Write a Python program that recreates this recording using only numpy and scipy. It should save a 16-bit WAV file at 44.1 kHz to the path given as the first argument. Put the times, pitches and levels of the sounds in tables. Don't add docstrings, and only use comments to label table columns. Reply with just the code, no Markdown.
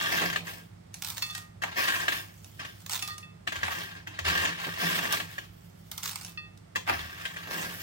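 import sys
import numpy as np
from scipy import signal
from scipy.io import wavfile
from scipy.ndimage import uniform_filter1d

SR = 44100
rng = np.random.default_rng(int(sys.argv[2]) if len(sys.argv) > 2 else 0)


def unload_wav(signal):
    wavfile.write(
        sys.argv[1],
        SR,
        np.round(np.clip(np.atleast_2d(signal).T, -1, 1) * 32767).astype(np.int16),
    )


N = 345239
TIME = np.arange(N) / SR
TAIL = TIME[:SR // 2]


# t/s, level/dB, first rebound/dB (near 0 clatter, far below single tap)
TRAY_KNOCKS = [(0.2152, -29.5, -3.5), (0.3, -23.5, -24), (0.329, -28.5, -1.5), (0.3589, -21, -3.5),
               (0.469, -35, -0.5), (1.62, -30, -0.5), (1.636, -26, -8), (1.876, -25, 1.5),
               (2.081, -17, -5.5), (2.122, -26.5, -2), (2.595, -38.5, 0), (2.649, -33.5, -3.5),
               (3.4737, -22, -5), (3.522, -27.5, -4), (3.5564, -34, 2), (3.632, -23, -6), (4.072, -33, -1),
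               (4.1901, -24.5, -8), (4.2624, -27, -7), (4.452, -21, -1), (4.601, -32.5, -15),
               (4.99, -26.5, -10), (5.054, -25, -4), (5.199, -29, 0), (5.3812, -33, 0.5),
               (6.7579, -23, -1.5), (7.2533, -26.5, -3.5), (7.362, -42, 6)]
# f/Hz, level per Hz/dB
RASP_COLOUR = [(900, -8.5), (3000, 2.5), (7000, 0.5), (10500, -1), (15500, 1)]


def tray():
    scrape, rasp = np.array(sweeping()) * jerks(per_s=70, swing_db=4)
    catches = slips(per_s=140, spread_db=-1.0)
    metal_slips = slips(per_s=700, spread_db=2.0)
    crust_slips = slips(per_s=560, spread_db=3.0)
    scraping = scrape * (from_db(-2.5) * metal_slips + from_db(-4.5) * catches)
    rasping = rasp * (crust_slips + from_db(0.5) * catches)

    knocks = np.array(TRAY_KNOCKS)
    knocking = blows(knocks[:, :2], gain_db=22.0, settle_s=0.011, rebound_db=knocks[:, 2],
                     count=4, graze_db=-15.5)

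    metal = play(scraping, lambda: tray_spot(t60_s=0.04, room_db=-4.5, modes_db=6.5), count=7)
    metal += play(knocking, lambda: tray_spot(t60_s=0.06, room_db=-2, modes_db=6), count=4)
    crust_touches = rasping + from_db(-19) * knocking
    crust = play(crust_touches, lambda: body(RASP_COLOUR, t60_s=0.0023, room_db=2.0, uneven_db=3.5), count=8)
    return panned(metal, left_db=1.0) + panned(crust, left_db=-1.5)


# t/s, length/s, scrape level/dB, rasp level/dB
STROKES = [(-0.04, 0.28, -26, -39.5), (0.443, 0.028, -35, -42.5), (1.645, 0.35, -43, -65),
           (1.749, 0.19, -27, -39.5), (1.936, 0.087, -32.5, -47), (2.072, 0.093, -34.5, -43.5),
           (2.584, 0.0087, -34, -86), (3.529, 0.11, -39.5, -56), (3.621, 0.2, -34, -46.5),
           (3.817, 0.14, -44, -74), (4.075, 0.25, -45.5, -72), (4.235, 0.16, -23, -40),
           (4.445, 0.075, -33.5, -56), (4.56, 0.44, -36, -50), (4.782, 0.17, -28, -38),
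           (5.01, 0.14, -32.5, -46), (5.094, 0.019, -26.5, -36.5), (5.27, 0.13, -47, -54.5),
           (6.854, 0.12, -34, -48), (7.052, 0.52, -41.5, -54.5), (7.49, 0.16, -34, -42),
           (7.683, 0.17, -42, -46)]
# t/s, length/s, rasp level/dB
CUPPINGS = [(2.303, 0.49, -60), (5.473, 0.6, -67)]


def sweeping():
    scrape = together(from_db(db) * gesture(s, length_s) for s, length_s, db, _ in STROKES)
    pushed = together(from_db(db) * gesture(s, length_s) for s, length_s, _, db in STROKES)
    cupped = together(from_db(db) * gesture(s, length_s) for s, length_s, db in CUPPINGS)
    return scrape, together([pushed, cupped])


# f/Hz, level per Hz/dB
TRAY_COLOUR = [(150, -12), (330, 1), (600, -2.5), (850, -2), (1150, 2.5), (1400, -5.5), (1750, -1),
               (2200, 5), (3200, 3), (4600, -6), (7000, -7.5), (11000, -35), (16000, -22)]
# f/Hz, level/dB, t60/s
TRAY_MODES = [(669, -18, 0.017), (1132, -14, 0.035), (1617, -9.5, 0.1), (1695, -12.5, 0.02),
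              (1823, -7, 0.018), (2722, -17.5, 0.085)]


def tray_spot(t60_s, room_db, modes_db, detune=0.013):
    phases = rng.uniform(0, 2 * np.pi, (len(TRAY_MODES), 1)) + [0, 2]
    shifts = 1 + detune * rng.uniform(-1, 1, len(TRAY_MODES))
    modes = 0
    for (hz, db, ring_s), phase, shift in zip(TRAY_MODES, phases, shifts):
        tone = np.sin(2 * np.pi * hz * shift * TAIL + phase[:, None])
        modes = modes + from_db(db) * unit(dying(ring_s) * tone)
    return unit(body(TRAY_COLOUR, t60_s, room_db, uneven_db=2.5) + from_db(modes_db) * modes)


# t/s, level/dB
CLICKS = [(0.9418, -31), (1.0221, -25.5), (1.036, -36), (1.0465, -26), (1.072, -30), (1.085, -30),
          (1.1007, -26.5), (1.1704, -29), (1.1795, -27), (1.2234, -23.5), (1.35, -27.5), (1.378, -32),
          (2.4443, -40), (2.8624, -32), (2.8953, -27), (2.932, -24), (2.96, -27), (2.9921, -30.5),
          (3.0243, -24), (3.0764, -28.5), (3.1805, -34), (5.1244, -17), (5.915, -27.5), (5.9782, -26.5),
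          (6.032, -27), (6.057, -25), (6.114, -32), (6.1572, -26.5), (6.211, -36), (6.2474, -31.5),
          (6.5742, -49)]
# f/Hz, level per Hz/dB
CUBE_COLOUR = [(300, -7.5), (520, -10), (780, 1.5), (1200, 4), (2000, -0.5), (3000, 2), (7000, 1.5),
               (10500, -4), (15500, -3)]


def handfuls():
    tumbling = from_db(-1.5) * pouring() * slips(per_s=480, spread_db=3.5)
    landing = blows(CLICKS, gain_db=17.0, settle_s=0.007, rebound_db=-4, count=4)

    def cube():
        return body(CUBE_COLOUR, t60_s=0.0099, room_db=-4.5, uneven_db=2.5, centred=0.18)

    return panned(play(tumbling + landing, cube, count=8), left_db=-2.0)


# t/s, fall/s, rattle level/dB, time until the last cube settles/s
HANDFULS = [(1.03, 0.073, -42, 0.37), (2.9, 0.056, -31.5, 0.22), (6.025, 0.069, -34.5, 0.27)]
POUR_ATTACK_S, POUR_RELEASE_DB_PER_S = 0.008, 362
LOOSEN_S, LOOSEN_DB, SETTLE_DB = 0.11, -55, -46.5


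def pouring():
    stages = []
    for s, fall_s, db, settle_s in HANDFULS:
        stages += [(s - LOOSEN_S, LOOSEN_S, LOOSEN_DB), (s, fall_s, db), (s, settle_s, SETTLE_DB)]
    return together(from_db(db) * gesture(s, length_s, POUR_ATTACK_S, POUR_RELEASE_DB_PER_S)
                    for s, length_s, db in stages)


# t/s, level/dB of each main mode from low to high (set by the spot struck)
BOWL_PINGS = [(1.222, -43, -40, -33, -35, -29.5), (1.298, -43, -51, -47, -39, -45),
              (1.349, -48, -41, -44, -55, -44), (3.023, -42, -45, -34, -40, -42),
              (3.084, -39, -46, -48, -46, -43), (3.106, -41, -40, -50, -49, -43),
              (3.229, -58, -55, -45, -52, -55), (6.282, -58, -58, -52, -61, -64),
              (6.375, -46, -43, -35, -45, -43)]
# f/Hz, t60/s
BOWL_MODES = [(1220, 0.48), (1870, 0.4), (2630, 0.32), (3490, 0.33), (4452, 0.25)]
# f/Hz, level re highest main mode/dB, t60/s
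BOWL_OVERTONES = [(5400, -9, 0.13)]
TWIN_MIN_SPLIT_HZ, TWIN_DB = 6.6, -10


def bowl(far_side_rad=1.93, swell_s=0.00019):
    out = np.zeros((2, N + len(TAIL)))
    swell = 1 - np.exp(-TAIL / swell_s)
    for s, *levels_db in BOWL_PINGS:
        start = int(s * SR)
        modes = [(hz, db, t60_s) for (hz, t60_s), db in zip(BOWL_MODES, levels_db)]
        modes += [(hz, levels_db[-1] + db, t60_s) for hz, db, t60_s in BOWL_OVERTONES]
        for hz, db, t60_s in modes:
            phase = 2 * np.pi * hz * TAIL + rng.uniform(0, 2 * np.pi) + np.array([[0], [far_side_rad]])
            beat = 2 * np.pi * TWIN_MIN_SPLIT_HZ * (1 + rng.random((2, 1))) * TAIL
            ring = np.sin(phase) + from_db(TWIN_DB) * np.sin(phase + beat)
            decay = np.exp(-np.log(1000) * TAIL / t60_s)
            out[:, start:start + len(TAIL)] += from_db(db) * swell * decay * ring
    return panned(out[:, :N], left_db=-2.0)


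# t/s, level/dB
BUMPS = [(0.218, -26), (1.636, -22), (3.68, -24), (4.667, -32.5), (6.875, -23.5), (6.887, -21),
         (6.895, -15)]
# f/Hz, level per Hz/dB
BUMP_COLOUR = [(200, -7.5), (480, -11.5), (730, 4), (900, 1.5), (1150, -1.5), (1450, -6.5), (1900, -2.5),
               (3000, -8), (6000, -26.5)]
# t/s, length/s, level/dB
PRESSES = [(0, 0.71, -51.5), (.205, 0.085, -38.5), (4.269, 0.37, -49), (4.665, 0.035, -41),
           (4.81, 0.086, -43.5), (4.86, 0.45, -47), (7.462, 0.37, -48)]
# f/Hz, Q, level/dB
FLOOR_MODES = [(168.8, 10, -0.5), (296, 0.37, -1.5)]
# t/s, length/s, level/dB
SHOVES = [(3.516, 0.21, -51.5), (4.19, 0.28, -48), (6.867, 0.24, -48.5)]
# f/Hz, Q, level/dB
RUMBLE_MODES = [(42, 1.5, -11.5), (83.7, 6.3, 3.5)]


def tray_on_counter():
    bumping = blows(BUMPS, gain_db=22.0, settle_s=0.013, rebound_db=-24.5, count=3)
    clacks = play(bumping, lambda: body(BUMP_COLOUR, t60_s=0.04, room_db=-3, uneven_db=1.5), count=2)
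    floor = panned(groan(PRESSES, FLOOR_MODES), left_db=-6.0)
    rumble = panned(groan(SHOVES, RUMBLE_MODES), left_db=-2.5)
    return clacks + floor + rumble


def groan(pushes, modes):
    force = together(from_db(db) * np.sin(np.pi * np.sqrt(np.clip((TIME - s) / length_s, 0, 1)))
                     for s, length_s, db in pushes)
    return resonating(force, modes) * np.sqrt(2 * np.sum(force ** 2))


# f/Hz, level per Hz/dB
RUSH_COLOUR = [(30, -34), (80, -6), (140, -3.5), (240, -13.5), (330, -15), (500, -19), (1300, -24),
               (4400, -36), (14000, -45)]
# f/Hz, Q, level/dB
HUM_MODES = [(55.5, 4, -10.5), (169.4, 7.5, -0.5)]


def kitchen_hum(mains_hz=50):
    rush = from_db(-54.0) * np.sqrt(N) * coloured(np.ones(N), RUSH_COLOUR, uneven_db=-2)
    hum = from_db(-56.5) * np.sqrt(N) * resonating(1, HUM_MODES)
    drone = from_db(-53.0) * np.sin(2 * np.pi * 2 * mains_hz * TIME)
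    return panned(rush + hum + drone, left_db=-3.5)


def gesture(start_s, length_s, attack_s=0.026, release_db_per_s=153):
    since_s = TIME - start_s
    return np.clip(since_s / attack_s, 0, 1) * from_db(-release_db_per_s * np.clip(since_s - length_s, 0, 1))


def together(gains):
    return np.sqrt(sum(gain ** 2 for gain in gains))


def jerks(per_s, swing_db):
    turns_s = np.cumsum(rng.exponential(1 / per_s, size=2000))
    gain = from_db(np.interp(TIME, turns_s, swing_db * rng.uniform(-1, 1, len(turns_s))))
    return unit(gain) * np.sqrt(N)


def slips(per_s, spread_db):
    sizes = from_db(spread_db * np.minimum(rng.exponential(1, N), 3.2)) * rng.choice([-1, 1], N)
    touches = sizes * (rng.random(N) < per_s / SR)
    power = uniform_filter1d(touches ** 2, size=SR // 16)
    return touches / np.sqrt(np.maximum(power, per_s / SR))


def blows(events, gain_db, settle_s, rebound_db, count, graze_db=-17):
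    out = np.zeros(N)
    order = np.arange(-1, count)
    rebounds_db = np.broadcast_to(rebound_db, len(events))
    chances = rng.random((len(events), 2, count + 1))
    for (s, db), rebound, chance in zip(events, rebounds_db, chances):
        strength_db = np.where(order < 0, graze_db, rebound * np.sqrt(np.abs(order)))
        delays_s = settle_s * (order - chance[0] * (order != 0)) / count
        sizes = from_db(db + gain_db + strength_db) * np.sign(chance[1] - 0.5)
        np.add.at(out, np.clip(((s + delays_s) * SR).astype(int), 0, N - 1), sizes)
    return out


def play(touches, answer, count, changes_per_s=70):
    turn = np.cumsum(rng.random(N) < changes_per_s / SR)
    dealt = rng.integers(0, count, N)[turn]
    out = 0
    for k in range(count):
        own_touches = touches * (dealt == k)
        out = out + signal.oaconvolve(own_touches[None], answer(), axes=1)[:, :N]
    return out


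KITCHEN_T60_S = 0.27


def body(colour, t60_s, room_db, uneven_db, centred=0):
    envelope = np.hypot(dying(t60_s), from_db(room_db) * dying(KITCHEN_T60_S))
    return coloured(envelope, colour, uneven_db, centred)


# f/Hz, left-right likeness (1 same, 0 unrelated, -1 opposed)
LIKENESS = [(170, 0.95), (500, -0.85), (1300, -0.072), (2200, -0.082), (6000, 0.00036)]


def coloured(envelope, colour, uneven_db, centred=0):
    edges = 22 * 2 ** (np.arange(30) / 3)
    white = rng.standard_normal((2, 2, len(envelope))) * envelope
    chances = rng.standard_normal(len(edges))
    out = 0
    for k, (low, high, chance) in enumerate(zip(edges, edges[1:], chances)):
        hz = np.sqrt(low * high)
        if hz < colour[0][0]:
            continue
        band_pass = signal.butter(2, [low, high], "band", fs=SR, output="sos")
        mid, side = signal.sosfilt(band_pass, white[k % 2] + 1e-18)
        alike = np.clip(centred + (1 - centred) * at_hz(LIKENESS, hz), -1, 1)
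        band = np.sqrt(1 + alike) * unit(mid) + np.sqrt(1 - alike) * unit(side) * [[1], [-1]]
        out = out + band * np.sqrt(high - low) * from_db(at_hz(colour, hz) + uneven_db * chance)
    return unit(out)


def resonating(force, modes):
    out = 0
    for hz, q, db in modes:
        b, a = signal.iirpeak(hz, q, fs=SR)
        noise = force * rng.standard_normal(N) + 1e-18
        ringing = signal.lfilter(b, a, signal.lfilter(b, a, noise))
        out = out + from_db(db) * unit(ringing)
    return out


def from_db(db):
    return 10 ** (np.asarray(db) / 20)


def unit(x):
    return x / np.sqrt(np.mean(np.sum(x ** 2, axis=-1)) + 1e-20)


def dying(t60_s):
    return unit(np.exp(-np.log(1000) * TAIL / t60_s))


def at_hz(points, hz):
    freqs_hz, values = np.transpose(points)
    return np.interp(np.log(hz), np.log(freqs_hz), values)


def panned(x, left_db):
    return x * from_db([[left_db / 2], [-left_db / 2]])


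def scene():
    return tray() + handfuls() + bowl() + tray_on_counter() + kitchen_hum()


CUTOFF_HZ = 15900


def record(dry):
    low_pass = signal.ellip(12, 0.2, 80, CUTOFF_HZ, fs=SR, output="sos")
    return signal.sosfilt(low_pass, dry)


dry = scene()
out = record(dry)
unload_wav(out)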